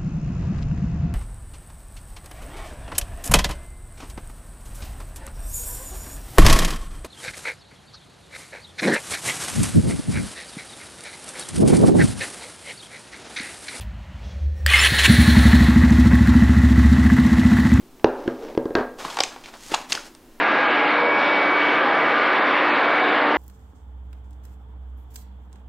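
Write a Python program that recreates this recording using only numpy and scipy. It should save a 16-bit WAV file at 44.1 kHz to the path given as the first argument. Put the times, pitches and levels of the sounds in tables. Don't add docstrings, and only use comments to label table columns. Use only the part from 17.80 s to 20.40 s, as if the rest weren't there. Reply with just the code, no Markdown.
import sys
import numpy as np
from scipy import signal
from scipy.fft import rfft, irfft, next_fast_len
from scipy.io import wavfile
from scipy.ndimage import uniform_filter1d

SR = 44100
rng = np.random.default_rng(int(sys.argv[2]) if len(sys.argv) > 2 else 0)


def file_out(sig):
    cols = np.atleast_2d(sig).T
    lim = np.clip(cols, -1, 1)
    pcm = np.round(lim * 32767).astype(np.int16)
    wavfile.write(sys.argv[1], SR, pcm)


N = 114660
T = np.arange(SR * 3 // 4) / SR
TOP_HZ = 15800
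KITCHEN_BAG_DB = -12


def amp(db):
    return 10 ** (np.asarray(db) / 20)


def unit(x):
    return x / np.sqrt(np.mean(x ** 2) + 1e-20)


def along(points, hz):
    f, values = np.transpose(points)
    return np.interp(np.log(hz + 1), np.log(f + 1), values)


def colour(x, points):
    n = x.shape[-1]
    m = 2 * next_fast_len(n // 2 + 4096)
    log_gain = np.log(amp(along(points, np.fft.rfftfreq(m, 1 / SR))))
    cepstrum = irfft(log_gain, m)
    cepstrum[1:m // 2] *= 2
    cepstrum[m // 2 + 1:] = 0
    response = np.exp(rfft(cepstrum))
    return irfft(rfft(x, m) * response, m)[..., :n]


def fade(t60):
    return np.exp(-np.log(1000) * T / t60)


def add(track, s, x):
    part = track[max(round(s * SR), 0):][:len(x)]
    part += x[:len(part)]


def push(hz, rise):
    envelope = T / rise * np.exp(1 - T / rise)
    swing = -np.cos(2 * np.pi * hz * T) * envelope
    softened = swing * (1 - np.exp(-hz * T * 2))
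    return np.gradient(softened) * SR / (2 * np.pi * hz)


def crack(spectrum, t60, edge=0):
    shape = fade(t60)
    burst = rng.standard_normal(len(T)) * shape
    burst[0] += edge
    return unit(colour(burst, spectrum)) * np.sqrt(np.mean(shape ** 2))


def ring(modes, scatter_db):
    beat_hz, twin_share = 12, .5
    out = 0
    for hz, db, t60 in modes:
        twin_hz = hz + beat_hz * rng.normal()
        pair = np.sin(2 * np.pi * hz * T) + twin_share * np.sin(2 * np.pi * twin_hz * T)
        out = out + amp(db + scatter_db * rng.normal()) * fade(t60) * pair
    return out / np.hypot(1, twin_share)


def noise(spectrum):
    return unit(colour(rng.standard_normal(N), spectrum))


def friction(spectrum):
    grains_per_s, grain_db = 1400, 1
    catches_per_s, catch_share = 240, .58
    at = np.arange(N) * grains_per_s / SR
    sizes = amp(grain_db * np.interp(at, np.arange(N), rng.standard_normal(N)))
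    slips = unit(sizes * rng.standard_normal(N))
    catches = (rng.random(N) < catches_per_s / SR) * rng.standard_normal(N)
    return unit(colour(slips + catch_share * unit(catches), spectrum))


def cup():
    # t/s, thud level/dB, thud f/Hz, click level/dB, glass level/dB
    knocks = [(0.197, -55, 425, -41, -65), (0.2442, 1, 398, -4.5, -44.5), (0.272, -17, 485, -38, -63),
              (0.4612, -20.5, 370, -64, -69), (0.4776, -7.5, 354, -24.5, -39),
              (0.7505, -25.5, 386, -32, -55.5), (0.7757, -4.5, 387, -22, -46.5),
              (0.8562, -11.5, 370, -35, -49.5), (0.9064, -16, 390, -41, -51), (.9526, -6, 348, -10.5, -25),
              (0.973, -12.5, 460, -33, -65), (0.9844, -12, 404, -33, -30.5), (1.0003, -22, 360, -32.5, -47),
              (1.0092, -16.5, 449, -44, -36.5)]
    # f/Hz, level/dB
    click_spectrum = [(150, -18), (600, 8.5), (950, 4), (1550, -6), (3000, -3), (5500, -16), (7000, -23),
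                      (9000, -65)]
    # f/Hz, level/dB, t60/s
    glass_modes = [(1020, 0, .05), (1030, -14, .27), (1570, 4, .05), (1614, -4.5, .42), (1680, -14, .25),
                   (1810, -19, .5)]
    # f/Hz, level/dB
    chatter_spectrum = [(200, -27), (600, 10.5), (1700, 0), (2200, -12.5), (4500, -23), (9000, -42)]
    # f/Hz, level/dB, t60/s
    counter_modes = [(135.2, -35.5, 0.31), (252.4, -25.5, 0.47), (333, -20, 0.11), (415, -18.5, 0.18),
                     (473.8, -26.5, 0.29), (558, -25.5, 0.35)]
    thud_rise_s, click_t60_s = 0.0017, 0.011
    thud_lag_s = 0.00039
    tock_hz, tock_db, tock_rise_s = 734, -2.5, 0.00057
    chatter_db, chatter_t60_s = 5, 0.23
    cabinet_thud_db, cabinet_click_db, kitchen_db = 2, -3, -14.5

    out = np.zeros(N)
    for s, thud_db, hz, click_db, glass_db in knocks:
        thud = amp(thud_db) * np.interp(T - thud_lag_s, T, push(hz, thud_rise_s), left=0)
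        tock = amp(tock_db) * push(tock_hz, tock_rise_s)
        click = amp(click_db) * (crack(click_spectrum, click_t60_s, edge=3.7) + tock)
        chatter = amp(chatter_db) * crack(chatter_spectrum, chatter_t60_s)
        glass = amp(glass_db) * (ring(glass_modes, scatter_db=4) + chatter)
        counter = amp(thud_db) * ring(counter_modes, scatter_db=0.5)
        hit = thud + click + counter + glass
        add(out, s, hit)
        add(out, s, amp(cabinet_thud_db) * cabinet(thud) + amp(cabinet_click_db) * cabinet(click))
        add(out, s, amp(kitchen_db) * signal.fftconvolve(hit, kitchen()))
    return out


def cabinet(x):
    # f/Hz, level/dB
    cabinet_spectrum = [(80, -37), (180, -19.5), (550, -9), (900, 1), (1400, 2), (2500, -10), (6000, -30),
                        (15000, -24)]
    t60_s, delay_s = 0.68, 0.00069
    tail = rng.standard_normal(len(T)) * fade(t60_s) * (T > delay_s)
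    return signal.fftconvolve(x, colour(tail / np.linalg.norm(tail), cabinet_spectrum))


def slide():
    # start t/s, length t/s, level/dB
    slides = [(0.27, 0.39, -39), (0.584, 0.19, -37)]
    # f/Hz, level/dB
    scrape_spectrum = [(100, -48), (230, 1), (400, 4), (600, -3), (1600, -17.5), (6000, -27.5), (9000, -46)]
    # t/s, slip rate f/Hz, level/dB
    judder_path = [(0.578, 369.7, -47), (.635, 485.3, -38.5), (.68, 515, -43), (.71, 604, -46),
                   (.745, 537, -52)]
    judder_width_hz = 90
    t = np.arange(N) / SR
    strokes = 0
    for start, length, stroke_db in slides:
        strokes = strokes + amp(stroke_db) * np.sin(np.pi * np.clip((t - start) / length, 0, 1))
    s, hz, db = np.transpose(judder_path)
    grip = uniform_filter1d(rng.standard_normal((2, N)), int(SR / judder_width_hz))
    phase = 2 * np.pi * np.cumsum(np.interp(t, s, hz)) / SR
    judder = unit(grip[0] * np.sin(phase) + grip[1] * np.cos(phase))
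    judder_gain = np.interp(t, s, amp(db), left=0, right=0)
    return strokes * friction(scrape_spectrum) + judder_gain * judder


def bag_snaps():
    # t/s, crack level/dB, crease f/Hz, crack t60/s, pop level/dB, pop f/Hz
    snaps = [(1.2492, -21, 1330, 0.048, -19, 1020), (1.2532, -32, 3400, 0.076, -20, 335),
             (1.281, -43, 3150, 0.015, -26, 1120), (1.300, -27, 4770, 0.082, -29.5, 1020),
             (1.370, -16, 4150, 0.023, -14, 860), (1.388, -13, 3600, 0.022, -14, 790),
             (1.4042, -5.5, 4890, 0.0099, -10.5, 752), (1.4055, -7, 5340, 0.02, -15, 454),
             (1.4359, -8, 6430, 0.023, -25, 1075), (1.562, -30, 2150, 0.0076, -28.5, 770),
             (1.638, -34.5, 2400, 0.27, -43, 920), (1.659, -28, 2170, 0.042, -42, 1000),
             (1.739, -31.5, 2180, 0.021, -36.5, 647), (1.918, -21, 2140, 0.024, -19, 355),
             (1.94, -12.5, 2870, 0.038, -11, 860), (1.945, -11, 6740, 0.029, -16.5, 1090),
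             (2.1214, -8.5, 4920, 0.03, -38, 640), (2.1247, -6.5, 2830, 0.0076, -44, 660),
             (2.1295, -9, 6400, 0.0038, -49, 700), (2.152, -14.5, 5150, 0.0097, -45, 885),
             (2.175, -40, 2440, 0.022, -23.5, 1424), (2.35, -35, 8640, 0.013, -47, 900)]
    # f/Hz, level/dB
    paper_spectrum = [(100, -38), (350, -3.5), (900, -12.5), (1600, -4.5), (3400, 3.5), (6700, -4.5),
                      (9000, -10), (15000, -37)]
    # f as a multiple of the pop pitch [1], level/dB
    wall_points = [(.2, -24), (.6, -0.5), (1.2, 3.5), (4, -14), (15, -55)]
    crease_share, crease_t60_s, pop_rise_s = .7, .008, .0013
    slope_db = -4
    pop_rattle, pop_t60_s = 0.38, 0.05

    out = np.zeros(N)
    for s, crack_db, crease_hz, t60, pop_db, pop_hz in snaps:
        crease = crease_share * np.sin(2 * np.pi * crease_hz * T) * fade(crease_t60_s)
        wall = crack([(multiple * pop_hz, db) for multiple, db in wall_points], pop_t60_s)
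        dulling = [(crease_hz, 0), (TOP_HZ, slope_db * np.log2(TOP_HZ / crease_hz))]
        paper = colour(crack(paper_spectrum, t60, edge=0.66), dulling)
        pop = push(pop_hz, pop_rise_s) + pop_rattle * wall
        snap = amp(crack_db) * (0.5 * paper + crease) + amp(pop_db) * pop
        add(out, s, snap)
        add(out, s, amp(KITCHEN_BAG_DB) * signal.fftconvolve(snap, kitchen()))
    return out


def bag_rustle():
    # peak t/s, rise to the peak from -20 dB t/s, fall to -20 dB t/s, body level/dB, hiss level/dB
    rubs = [(1.198, 0.018, 0.26, -36.5, -41), (1.259, 0.042, 0.069, -42, -44.5),
            (1.345, 0.15, 0.39, -39.5, -44), (1.53, 0.028, 0.037, -41.5, -67),
            (1.691, 0.029, 0.042, -44.5, -49.5), (1.754, 0.037, 0.047, -43.5, -51),
            (1.896, 0.16, 0.2, -69, -43), (1.936, 0.044, 0.13, -31, -40),
            (2.106, 0.019, 0.12, -43.5, -35.5), (2.157, 0.047, 0.11, -34.5, -42),
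            (2.272, 0.055, 0.026, -51.5, -46)]
    # f/Hz, level/dB
    body_spectrum = [(130, -10.5), (330, 3), (900, 7), (1600, 2.5), (3000, -4), (5000, -6), (9000, -33)]
    # f/Hz, level/dB
    hiss_spectrum = [(1000, 2.5), (6800, 5.5), (9000, 0.5), (12000, -6), (15500, -17)]
    t, body, hiss = np.arange(N) / SR, 0, 0
    for s, rise, fall, body_db, hiss_db in rubs:
        swell_db = -20 * np.where(t < s, ((s - t) / rise) ** 2, (t - s) / fall)
        body = np.hypot(body, amp(body_db + swell_db))
        hiss = np.hypot(hiss, amp(hiss_db + swell_db))
    rub = body * friction(body_spectrum) + hiss * friction(hiss_spectrum)
    return rub + amp(KITCHEN_BAG_DB) * signal.fftconvolve(rub, kitchen())[:N]


def kitchen():
    # f/Hz, t60/s
    room_decay = [(1000, 0.41), (5000, 0.34)]
    hz, t, z = signal.stft(rng.standard_normal(len(T)), SR, nperseg=256)
    decay = np.exp(-np.log(1000) * t / along(room_decay, hz)[:, None])
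    tail = signal.istft(z * decay, SR)[1][:len(T)]
    tail = tail * np.clip(T / 0.0051 - 1, 0, 1)
    return tail / np.linalg.norm(tail)


def room_tone():
    # f/Hz, level/dB
    air_mid = [(27, 9), (45, -8.5), (180, -7), (250, 3.5), (350, 0), (480, -8.5), (900, -11.5),
               (2000, -19.5), (10000, -26.5)]
    # f/Hz, level/dB
    air_side = [(30, -2.5), (9000, -15.5)]
    return amp(-49) * noise(air_mid), amp(-68) * noise(air_side)


def scene():
    width = 0.016
    action = cup() + slide() + bag_snaps() + bag_rustle()
    air_mid, air_side = room_tone()
    mid = action + air_mid
    spread = signal.fftconvolve(action, kitchen())[:N]
    side = width * colour(spread, [(400, -38), (3000, 6)]) + air_side
    return np.array([mid + side, mid - side])


def record(dry):
    overload = 1.1
    x = dry / (1 + np.abs(dry / overload) ** 6) ** (1 / 6)
    m = next_fast_len(N + SR // 2)
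    passband = np.fft.rfftfreq(m, 1 / SR) < TOP_HZ
    return irfft(rfft(x, m) * passband, m)[:, :N]


dry = scene()
out = record(dry)
file_out(out)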